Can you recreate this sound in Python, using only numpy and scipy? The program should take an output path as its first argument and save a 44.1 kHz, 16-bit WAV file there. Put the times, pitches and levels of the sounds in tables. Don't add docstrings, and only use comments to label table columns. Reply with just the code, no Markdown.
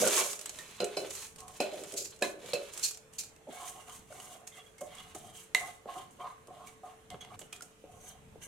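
import sys
import numpy as np
from scipy import signal
from scipy.fft import rfft, irfft, next_fast_len
from scipy.io import wavfile
from scipy.ndimage import uniform_filter1d

SR = 44100
rng = np.random.default_rng(int(sys.argv[2]) if len(sys.argv) > 2 else 0)


def store_pcm(level_fs):
    pcm = np.round(np.clip(level_fs, -1, 1) * 32767).astype(np.int16)
    wavfile.write(sys.argv[1], SR, np.atleast_2d(pcm).T)


def volts(x):
    e = np.asarray(x, float) / 20
    return 10 ** e


N = 373527

# (frequency [Hz], level [dB], t60 [s])
FULL_BELLY_MODES = [(208.6, -15.5, 0.46), (323, -9, 0.37), (377.9, -4, 0.4), (415.86, -5, 0.42),
                    (479.5, 1.5, 0.1), (543.4, -6.5, 0.29), (600, 4, 0.057), (682, -4.5, 0.17),
                    (1030, -16, 0.083), (1150, -19.5, 0.055), (1485, -5.5, 0.31)]
FULL_WALL_MODES = [(1050, 3.5, 0.059), (1410, -6, 0.18), (1620, -2, 0.051), (2296, 5, 0.34),
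                   (2574, 9, 0.24), (2990, 5.5, 0.23), (3250, -15, 0.045), (3770, -17, 0.04),
                   (4060, 13, 0.32), (4180, 12, 0.24), (4480, 0, 0.047), (5040, 13, 0.073)]
# (frequency [Hz], level [dB], t60 [s])
EMPTY_BELLY_MODES = [(391.8, 5, 0.0283), (614, -1, 0.03), (728, 3.5, 0.067), (820, -7.5, 0.037),
                     (1087, 2.5, 0.051), (1204, 2.5, 0.045), (1340, -5, 0.025)]
EMPTY_WALL_MODES = [(1608, -3, 0.047), (2059, 0, 0.0398), (2254, -3.5, 0.049), (2845, 4.5, 0.032),
                    (3160, 2.5, 0.038), (3520, -5, 0.0365), (4060, -9, 0.05)]
# (frequency [Hz], density [dB per Hz])
SNAP_SPECTRUM = [(410, -19.5), (700, -8.5), (1780, -11), (2570, -8.5), (3960, -10.5), (5280, -7.5),
                 (7820, -1.5), (14700, -21), (16100, -33)]
EMPTIED_S = 3.0
BUZZ = dict(longest_s=0.15, rough=0.45)


def evened(x):
    return x / np.sqrt(np.mean(x ** 2) + 1e-20)


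def read(points, hz):
    f, value = np.transpose(points)
    return np.interp(np.log(hz + 1), np.log(f + 1), value)


def add(mix, s, sound):
    part = mix[:, round(s * SR):][:, :sound.shape[1]]
    part += sound[:, :part.shape[1]]


def through(x, taps):
    return signal.oaconvolve(x, np.atleast_2d(taps), axes=1)[:, :N]


def drift(samples):
    once = uniform_filter1d(rng.standard_normal(N), samples)
    return evened(uniform_filter1d(once, samples))


def colour(spectrum):
    db = np.maximum(read(spectrum, abs(np.fft.fftfreq(4096, 1 / SR))), -100)
    phased = np.exp(np.conj(signal.hilbert(np.log(volts(db)))))
    taps = np.fft.ifft(phased).real[:2048]
    return taps / np.linalg.norm(taps)


def resonate(x, hz, width_hz):
    turn = np.exp(2j * np.pi * np.cumsum(hz) / SR)
    r = np.exp(-np.pi * width_hz / SR)
    return 2 * (turn * signal.lfilter([1 - r], [1, -r], x / turn + 1e-18)).real


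def ring(modes, crowd, spread, count=1, longest_s=0.45, rough=0., spot_db=0.5):
    hz, db, t60 = np.repeat(modes, 3, axis=0).T
    hz = hz * (1 + crowd * np.tile([-1, 0, 1.3], len(modes)))
    t = np.arange(SR // 4) / SR
    fade = volts(db[:, None] - 60 * t / np.clip(t60, .01, longest_s)[:, None])
    waves = fade * np.exp(2j * np.pi * hz[:, None] * t)
    spot, phase, left, right = rng.standard_normal((count, len(hz), 4)).T[..., None]
    sides = spread * np.sqrt(hz / 1000)[:, None, None] * np.concatenate([left, right], 2)
    weights = volts(spot_db * spot) * np.exp(1j * (phase + sides))
    out = np.einsum("mcp,mt->cpt", weights, waves, optimize=True).imag
    out = out * np.minimum(t / 0.0004, 1)
    rattle = uniform_filter1d(rng.standard_normal((count, 1, len(t))), size=150)
    out = out * (1 + rough * evened(rattle))
    return out / np.linalg.norm(out[:, :1], axis=2, keepdims=True)


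def air():
    # (frequency [Hz], density [dB per Hz])
    hush_spectrum = [(12, -25), (20, -8), (123, 0.5), (389, -7.5), (447, -3), (783, -10.5), (3170, -17.5),
                     (4830, -26), (6390, -20.5), (9200, -22), (14800, -32.5), (16100, -45)]
    # (frequency [Hz], left-right likeness [0..1])
    likeness = [(30, 0.79), (150, 0.83), (600, 0.27), (2000, 0.053), (12000, 0.031)]
    # (time [s], width [s], level [dB])
    creaks = [
        (2.85, 0.076, 0.87),
        (5.2, 0.26, 3.5),
        (7.122, 0.031, 11.3),
        (8.0, 0.12, 1.9),
        (8.3, 0.11, 5.9),
    ]
    # (frequency [Hz], level [dB])
    motor = [(441.4, -68.5)]
    frames, hz = N // 256 + 5, np.fft.rfftfreq(1024, 1 / SR)
    a, b, c, d, patches = rng.standard_normal((frames, 513, 5)).T
    patches = evened(uniform_filter1d(uniform_filter1d(patches, 5, 0), 30, 1))
    same = np.clip(read(likeness, hz), -1, 1)[:, None]
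    left = a + 1j * b
    z = np.array([left, same * left + np.sqrt(1 - same ** 2) * (c + 1j * d)])
    z *= volts(read(hush_spectrum, hz)[:, None] + 2.0 * patches)
    t = (np.arange(frames) - 2) * 256 / SR
    creak_db = sum(db * np.exp(-((t - s) / w) ** 2) for s, w, db in creaks)
    z *= volts((hz < 240)[:, None] * creak_db)
    hush = volts(-60) * evened(signal.istft(z, nperseg=1024, noverlap=768)[1][:, :N])
    waver = 2.5 + 2.2 * drift(6000)
    hum = sum(volts(db + waver) * np.sin(2 * np.pi * f * np.arange(N) / SR) for f, db in motor)
    return hush + hum


def room(x):
    # (frequency [Hz], t60 [s])
    decay = [(250, 0.19), (1000, 0.47), (4000, 0.29), (12000, 0.28)]
    taps = np.zeros((2, SR // 2))
    slots = np.arange(200, SR // 2 - 20, 20)
    at = slots + rng.integers(0, 20, (2, len(slots)))
    np.put_along_axis(taps, at, rng.choice([-1., 1.], at.shape), 1)
    hz, t, z = signal.stft(taps, SR, nperseg=256)
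    tail = signal.istft(z * volts(-60 * t / read(decay, hz)[:, None]), SR, nperseg=256)[1]
    return through(x.mean(0)[None], tail / np.linalg.norm(tail[0]))


def ticks():
    # (time [s], peak [dB], ring [Hz])
    bangles = [(0.0732, -11.5, 7450), (0.125, -22, 7000), (0.153, -20, 7230), (0.1784, -12, 8520),
               (0.196, -29, 8000), (0.262, -26, 7000), (0.33, -21.5, 7540), (0.391, -26, 6860),
               (0.4114, -25.5, 9280), (0.4576, -20.5, 7770), (0.4933, -23, 6750), (0.557, -35, 6940),
               (0.843, -20, 7980), (1.106, -24, 7060), (1.151, -24.5, 7500), (1.237, -44, 5940),
               (1.2665, -33, 7310), (1.359, -34.5, 8760), (1.3857, -37, 8000), (1.403, -30.5, 8400),
               (1.48, -30.5, 8100), (1.736, -37, 7060), (1.8361, -28.5, 7460), (1.921, -27, 8600),
               (1.9386, -27, 7770), (1.963, -32, 7000), (1.976, -35, 7200), (2.161, -40.5, 7820),
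               (2.189, -41, 6760), (2.211, -37, 7000), (2.736, -29.5, 7050), (2.775, -23.5, 8400),
               (2.794, -28, 7600), (2.8409, -35, 7500), (2.909, -24, 7900), (2.946, -34, 5800),
               (2.972, -33, 7000), (3.1347, -36.5, 7850), (3.6787, -30, 8600), (4.4734, -27.5, 6540),
               (4.807, -65, 7800), (4.95, -36, 8100), (4.9832, -46, 8500), (5.1504, -36, 8500),
               (5.351, -47, 8050), (5.412, -42, 7760), (6.471, -41, 8800), (7.2124, -40, 6700),
               (7.3912, -32.5, 7560), (7.561, -36, 7100), (7.6213, -27.5, 7050)]
    # (time [s], peak [dB], ring [Hz], t60 [s])
    strays = [(0.5864, -31.5, 1825, 0.099), (0.587, -25, 3770, 0.017), (0.8028, -24.5, 4060, 0.028),
              (0.967, -29, 4105, 0.066), (1.6019, -25, 2447, 0.076), (2.0552, -28, 4700, 0.035),
              (2.2229, -13, 2440, 0.024), (2.5341, -20.5, 4250, 0.054), (2.4595, -32, 3550, 0.022),
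              (2.5223, -28, 3330, 0.014), (3.19, -43.5, 2385, 0.16), (3.2345, -31, 4200, 0.032),
              (3.362, -39, 2630, 0.016), (3.5117, -49, 3300, 0.0346), (3.895, -36, 3054, 0.053),
              (4.125, -34, 1410, 0.018), (4.2, -28, 2940, 0.018), (4.781, -40.5, 2150, 0.089),
              (4.9836, -37, 3210, 0.025), (6.6709, -36, 2250, 0.035), (7.1023, -21, 3150, 0.0086),
              (7.2105, -38.5, 3240, 0.035), (7.248, -34, 940, 0.013), (7.416, -33.5, 2840, 0.0255),
              (7.5275, -23, 2464, 0.021), (7.6075, -27.5, 1390, 0.012), (8.4175, -43, 6000, 0.027),
              (8.434, -35.5, 2890, 0.034)]
    bangle_t60 = 0.035
    out, t, snap = np.zeros((2, N)), np.arange(SR // 8) / SR, colour(SNAP_SPECTRUM)
    for s, db, hz, t60 in strays + [(*row, bangle_t60) for row in bangles]:
        fade = volts(-60 * t / np.clip(t60, .008, .4)) * np.minimum(t / 0.0013, 1)
        a, b = rng.standard_normal((2, len(t)))
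        broad = signal.oaconvolve([a, 0.46 * a + 1.14 * b] * fade, snap[None], axes=1)[:, :len(t)]
        near_ring = resonate(fade * np.array([a, b]), hz + 0 * t, hz / 5)
        turns = hz * np.array([[1], [1.04], [1.31], [1.58]]) * t + rng.random((4, 1))
        partials = ([[1], [.7], [.15], [.15]] * np.sin(2 * np.pi * turns)).sum(0) * fade ** 0.44
        add(out, s, 0.34 * volts(db) * (0.62 * broad + near_ring))
        add(out, s, 0.16 * np.sqrt(1800 / hz) * volts(db) * partials[None])
    return out


def strike():
    # (time [s], peak [dB], left-right [dB])
    blows = [
        (5.548, -14.5, -3.5),
    ]
    # (frequency [Hz], level [dB], t60 [s])
    struck_modes = [(1030, -9.5, 0.07), (1648, -29, 0.048), (2053, 8, 0.038), (2015, -10, 0.28),
                    (1300, -10.5, 0.033), (3035, -24, 0.077), (2500, -39.5, 0.05), (2770, -4.5, 0.069),
                    (3940, 5, 0.0087), (7000, -18.5, 0.099), (7700, -15, 0.092), (8400, -23, .1)]
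    out = np.zeros((2, N))
    for s, db, pan_db in blows:
        side = volts(db + pan_db * np.array([[.5], [-.5]]))
        add(out, s, 3.1 * side * colour(SNAP_SPECTRUM))
        add(out, s + 0.00057, 10.0 * side * ring(struck_modes, 0.0123, 0.042)[0])
    return out


def gesture(length, rise_s, change_db, fade):
    t = np.arange(round((length + .4) * SR)) / SR
    held = np.minimum(t / length, 1) - (change_db > 0)
    db = change_db * held - fade * np.maximum(t - length, 0)
    return (np.minimum(t / rise_s, 1) * volts(db)) ** 2


def sings():
    # (start [s], length [s], level [dB], frequency [Hz])
    slips = [(0.0, 0.071, -39.5, 201), (0.048, .18, -40, 392), (0.802, 0.037, -49, 1410),
             (.81, 0.088, -51, 2540), (0.804, 0.051, -51, 2880), (1.597, .06, -46, 2595),
             (2.226, 0.047, -43, 310), (3.469, 0.035, -50.5, 610), (4.839, 0.065, -54, 605),
             (6.201, 0.024, -60, 3140), (6.205, 0.021, -60, 2300), (6.241, 0.047, -52, 1150),
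             (7.205, .02, -54, 6360), (0.016, 0.032, -25, 528), (0.061, 0.024, -28, 514),
             (0.035, 0.045, -39, 1430), (0.169, 0.027, -36, 1083), (2.22, .012, -35.5, 1670),
             (2.229, .02, -38.5, 1020), (2.226, .02, -43.5, 2060), (2.226, 0.0094, -39, 3830),
             (2.538, .02, -40.5, 2580), (2.529, 0.0214, -44, 4215), (2.835, 0.028, -37.5, 4300),
             (2.842, .03, -53, 2500), (3.192, 0.0342, -60, 2356), (3.185, 0.024, -55, 4170),
             (3.615, .03, -51, 1020), (3.56, .03, -57, 2200), (3.752, 0.077, -54, 720),
             (3.886, 0.043, -60, 1017), (3.9, 0.023, -61, 3150), (4.515, 0.024, -64, 2060),
             (4.519, 0.0495, -65, 3580), (4.52, .04, -60, 3250), (4.567, 0.016, -55, 2030),
             (4.57, .04, -58, 2790), (4.58, .04, -59.5, 3360), (4.578, 0.026, -59, 1150),
             (4.607, 0.04, -71, 2060), (4.659, .025, -62.5, 3310), (4.103, .02, -49, 560),
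             (4.812, .012, -36.5, 580), (4.94, 0.021, -59, 1150), (4.98, 0.013, -52, 3400),
             (4.972, 0.012, -57, 2870), (7.205, 0.015, -45, 3310), (7.302, 0.0435, -55, 1130),
             (7.315, .045, -64, 2280), (7.422, .05, -69, 2950)]
    out, width_hz = np.zeros((2, N)), 76
    for s, length, db, hz in slips:
        press = np.sqrt(gesture(length, 0.0015, -2.4, 990))[:round((length + .15) * SR)]
        a, b = rng.standard_normal((2, len(press)))
        skin = np.array([a, 1.1 * a + .5 * b])
        tone = resonate(resonate(skin, hz + 0 * a, width_hz), hz + 0 * a, 3 * width_hz)
        add(out, s, volts(db) * press * evened(tone))
    return out


def knocks():
    # (time [s], blow [dB], brightness [dB], palm [dB])
    blows = [(0.063, -30, -4, -26), (0.801, -28.5, 2.5, -9), (0.967, -29, 5, -11), (1.382, -55, 6, -28),
             (1.6, -24, 0, -6), (1.772, -45, -3, -26), (2.221, -28, 4, -31), (2.531, -31, 6, -10.5),
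             (3.47, -42.5, -22, -5), (3.486, -52.5, -25, 12.5), (3.756, -34.5, -24, -45),
             (4.106, -37, -26, -22), (4.812, -25, -23, -13), (5.148, -25, -21, -22.5),
             (5.856, -32, -42, -9.5), (6.198, -53, -1, -26), (6.482, -42, -22, -3), (6.833, -49, -24, -27),
             (7.142, -23.5, -25, -23.5), (7.245, -45.5, -7, -9.5), (7.413, -35.5, -8.5, -10),
             (7.838, -48.5, -15, -1), (8.354, -43, -27, -5.5)]
    # (frequency [Hz], density [dB per Hz])
    thud_spectrum = [(100, -62.5), (170, 2.5), (300, 11), (540, 13.5), (900, -1.5), (3000, -108)]
    out, palm = np.zeros((2, 2, N))
    n = len(blows)
    full = ring(FULL_BELLY_MODES, 0.036, 0.16, n), ring(FULL_WALL_MODES, 0.00816, 0.48, n, **BUZZ)
    empty = ring(EMPTY_BELLY_MODES, 0.081, 0.36, n), ring(EMPTY_WALL_MODES, 0.051, 0.19, n)
    for k, (s, db, bright_db, palm_db) in enumerate(blows):
        belly, wall = full if s < EMPTIED_S else empty
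        add(out, s + 0.00198, volts(db + 1.5) * belly[k])
        add(out, s + 0.00207, volts(db + bright_db + 17.5) * wall[k])
        burst = rng.standard_normal(2000) * np.exp(-np.arange(2000) / 500)
        add(palm, s, volts(db + palm_db + 1.0) * burst * [[1], [1]])
    return out + through(palm, colour(thud_spectrum))


def grains(per_s, spread_db, same, clump_db):
    height = volts(spread_db * np.minimum(rng.exponential(1, (2, N)), 4)) * rng.choice([-1, 1], (2, N))
    falls = rng.random((2, N)) < per_s / SR
    a, b = evened(height * falls * volts(clump_db * drift(500)))
    return np.array([a, same * a + np.sqrt(1 - same ** 2) * b])


def pot(drive, full, empty, crowd, spread, spot_db, damped={}):
    spot_s, spots = 0.16, 14
    bared_s = 1.37, 1.59
    hop, out = round(spot_s * SR), np.zeros((2, N))
    full_rings = ring(full, 2 * crowd, spread, spots, **damped, spot_db=spot_db)
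    empty_rings = ring(empty, crowd, spread, spots, spot_db=spot_db)
    padded = np.pad(drive, [(0, 0), (0, 2 * hop)])
    window = np.sin(np.pi * np.arange(2 * hop) / (2 * hop))
    for k in range(N // hop + 1):
        s = (k + 1) * spot_s
        bare = s > EMPTIED_S or bared_s[0] < s < bared_s[1]
        taps = (empty_rings if bare else full_rings)[k % spots]
        fade = window if k else np.maximum(window, np.arange(2 * hop) < hop)
        add(out, k * hop / SR, signal.oaconvolve(padded[:, k * hop:][:, :2 * hop] * fade, taps, axes=1))
    return out


def hand():
    # (time [s], belly [dB], wall [dB], grains [dB])
    jolts = [(0.0, -42, -33, -31.5), (0.801, -35, -41, -47), (0.969, -36, -46, -40.5),
             (1.382, -57, -60, -52.5), (1.602, -34, -39, -41.5), (2.221, -37, -36.5, -35.5),
             (2.533, -39, -40.5, -42), (4.469, -85, -56, -53), (4.807, -52.5, -60, -49.5),
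             (5.147, -56, -48.5, -47), (5.547, -48.5, -35, -37), (6.197, -57, -66, -71),
             (6.833, -52.5, -70, -69), (7.102, -66.5, -50, -56), (7.208, -78, -47.5, -57),
             (7.391, -73, -57, -50.5), (7.525, -65, -47.5, -51), (7.62, -68, -76, -52)]
    jolt_fade = [
        [289],
        [260],
        [250],
    ]
    # (time [s], rise [s], wall [dB], bangles [dB])
    flicks = [
        (1.964, 0.014, -41, -27.5),
        (2.825, 0.012, -38, -25),
        (3.182, 0.00356, -52, -34.5),
    ]
    # (start [s], length [s], pressure [dB], hollow under the hand [Hz])
    drags = [(-0.007, 0.0815, -38, 520), (0.095, 0.16, -49, 653), (0.277, 0.41, -66, 657),
             (1.01, 0.17, -62.5, 555), (1.363, 0.18, -61.5, 820), (1.719, 0.12, -53, 540),
             (1.919, 0.11, -59.5, 455), (2.209, .02, -47, 600), (2.327, 0.16, -58.5, 523),
             (2.606, 0.18, -69.5, 436), (3.505, 0.2, -57.5, 665), (3.552, 0.096, -56.5, 1030),
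             (3.739, 0.073, -60.5, 764), (3.861, 0.068, -55.5, 970), (4.092, 0.33, -64, 694),
             (4.544, 0.056, -71.5, 700), (4.84, .07, -73, 645), (4.9, 0.18, -63.5, 1080),
             (5.186, 0.14, -63.5, 640), (5.59, 0.086, -53, 820), (5.862, 0.15, -52, 706),
             (5.954, 0.046, -53.5, 1050), (6.186, 0.09, -50, 890), (6.464, 0.15, -60.5, 700),
             (6.554, 0.12, -62, 1050), (6.828, 0.085, -57, 820), (7.103, 0.029, -60, 600),
             (7.206, 0.21, -66, 860), (7.313, 0.021, -54.5, 1170), (7.833, 0.33, -71, 720),
             (8.39, 0.187, -77, 423)]
    # (start [s], length [s], wall [dB], grains [dB])
    slides = [(0.0, 0.11, -35, -30.5), (0.111, 0.074, -33.5, -29), (0.19, 0.031, -39.5, -39),
              (0.235, 0.08, -47.5, -39.5), (0.357, 0.3, -54.5, -53.5), (0.616, 0.34, -53, -57),
              (0.991, 0.08, -49, -52.5), (1.072, 0.16, -50.5, -44), (1.627, 0.17, -52.5, -61),
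              (1.695, 0.24, -55, -52.5), (1.993, 0.062, -46, -47), (2.574, 0.12, -53.5, -56.5),
              (2.715, 0.094, -50.5, -45.5), (3.124, 0.03, -63.5, -57.5), (3.476, 0.2, -50.5, -52.5),
              (3.855, 0.11, -56, -53), (4.064, 0.28, -56.5, -55), (4.992, .12, -58.5, -61.5),
              (5.162, 0.14, -61, -60), (5.329, 0.076, -57, -52), (5.554, 0.14, -53.5, -51.5),
              (5.861, 0.14, -52.5, -57), (6.104, 0.018, -78, -64.5), (6.183, 0.11, -57.5, -63.5),
              (6.502, 0.15, -62.5, -68), (6.833, 0.074, -62.5, -67), (4.634, 0.042, -70, -64.5),
              (3.725, 0.09, -61, -58), (7.888, 0.147, -72, -65.5)]
    # (start [s], length [s], wall [dB], grains [dB])
    strokes = [(1.459, 0.11, -55.5, -52.5), (2.383, 0.13, -49.5, -50), (3.64, 0.042, -80, -41.5),
               (4.506, 0.076, -55.5, -57), (4.852, 0.15, -50, -55), (6.635, 0.053, -56.5, -54),
               (7.277, 0.074, -56.5, -64), (7.985, 0.11, -51.5, -51), (8.401, 0.036, -52, -49)]
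    cupped_hz, opens_s = 523, 0.029
    power, hollow, t = np.zeros((3, N)), np.full((1, N), 1e-9), np.arange(SR // 2) / SR
    hollow_hz = cupped_hz * hollow
    for s, *db in jolts:
        add(power, s, (volts(np.c_[db] - jolt_fade * t) * np.minimum(t / 0.001, 1)) ** 2)
    for s, rise_s, *db in flicks:
        add(power[1:], s, (volts(np.c_[db] - jolt_fade[1:] * t) * np.minimum(t / rise_s, 1)) ** 2)
    for s, length, db, hz in drags:
        press = volts(db) ** 2 * gesture(length, 0.019, -2.5, 363)[None]
        opening = np.minimum(np.arange(press.shape[1]) / SR / opens_s, 1)
        add(power[:1], s, press)
        add(hollow, s, press)
        add(hollow_hz, s, press * (cupped_hz + (hz - cupped_hz) * opening))
    for s, length, *db in slides:
        add(power[1:], s, volts(np.c_[db]) ** 2 * gesture(length, 0.254 * length, 2, 207))
    for s, length, *db in strokes:
        add(power[1:], s, volts(np.c_[db]) ** 2 * gesture(length, 0.023, 12, 310))
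    return *np.sqrt(power + 1e-14), (hollow_hz / hollow)[0]


def sweeps():
    # (frequency [Hz], density [dB per Hz])
    scratch_spectrum = [(500, -33.5), (850, -8), (1060, -5.5), (1480, -9), (3600, -6.5), (5000, -16),
                        (7150, -31), (12100, -120)]
    # (frequency [Hz], density [dB per Hz])
    loose_spectrum = [(2060, -45), (3500, -17), (4210, -13), (5720, -3.5), (6460, 0.5), (11000, -6.5),
                      (16100, -21.5)]
    bare_spectrum = [(3000, -39), (4000, -16), (5200, -9), (6000, -2), (6400, 2.5), (7200, 0), (8600, 1.5),
                     (11800, -6.5), (16100, -18)]
    late_spectrum = [(3500, -40), (5400, -28), (5900, 2.5), (6500, 1.5), (7400, -7), (8300, -1.5),
                     (11800, -9.5), (16100, -25)]
    # (frequency [Hz], density [dB per Hz])
    jingle_spectrum = [(1290, -28), (2200, -23), (2450, -15), (3420, -17.5), (4300, -7), (5200, -9.5),
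                       (7360, -2), (8270, -10), (11500, -15), (16100, -27)]
    # (from [s], to [s])
    shakes = [
        (1.964, 2.12),
        (2.826, 3.0),
        (3.183, 3.4),
    ]
    t = np.arange(N) / SR
    rub, scratch, rustle, hollow_hz = hand()
    shaken = sum((t > a) & (t < b) for a, b in shakes) > 0
    early = t < EMPTIED_S
    late = t > 7.7

    skin = grains(900, 0.65, 0.98, 3.06)
    under_hand = evened(resonate(resonate(skin, hollow_hz, 374), hollow_hz, 1160)) + 0.081 * skin
    belly = .5 * pot(rub * under_hand, FULL_BELLY_MODES, EMPTY_BELLY_MODES, 0.012, 0.22, 1.5)
    belly += 0.24 * rub * (under_hand - 0.28 * skin)

    slips = grains(2500, 2.34, 0.69, 1.96)
    wander = evened(resonate(slips, 2600 * volts(2.5 * drift(4000)), 1250))
    ringing = scratch * wander * ~shaken * np.where(early, .18, 0.19 + 0.22 * late)
    wall = pot(ringing, FULL_WALL_MODES, EMPTY_WALL_MODES, 0.009, 0.75, 3.6, BUZZ)
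    scraping = scratch * slips * ~shaken * np.where(early, .8, .6 - 0.3 * late)
    wall += through(scraping, colour(scratch_spectrum))

    fine = rustle * grains(7000, 2.9, 0.27, 2.03)
    rice = through(fine * (early & ~shaken), colour(loose_spectrum))
    rice += through(fine * (~early & ~shaken & ~late), colour(bare_spectrum))
    rice += through(fine * late, colour(late_spectrum))
    jingle = through(fine * shaken, colour(jingle_spectrum))
    return belly + wall + rice + jingle


def scene():
    near = ticks() + strike() + sings() + knocks() + sweeps()
    near = signal.sosfilt(signal.butter(4, 140, "high", fs=SR, output="sos"), near)
    t = np.arange(N) / SR
    dipped = (t > 7.36) & (t < 7.389)
    dip = uniform_filter1d(volts(-20 * dipped), size=60)
    return air() + (near + volts(-8.0) * room(near)) * dip


def low_pass(x):
    return signal.sosfilt(signal.butter(12, 16250, fs=SR, output="sos"), x)


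def record(dry):
    # (frequency [Hz], left-right [dB])
    lean = [(60, 2), (950, -2), (15000, -2.5)]
    padded = next_fast_len(N)
    lean_db = read(lean, np.fft.rfftfreq(padded, 1 / SR)) * [[.5], [-.5]]
    heard = np.arange(padded // 2 + 1) < 16150 * padded / SR
    mix = irfft(rfft(dry, padded) * volts(lean_db) * heard, padded)[:, :N]
    return low_pass(mix)


dry = scene()
out = record(dry)
store_pcm(out)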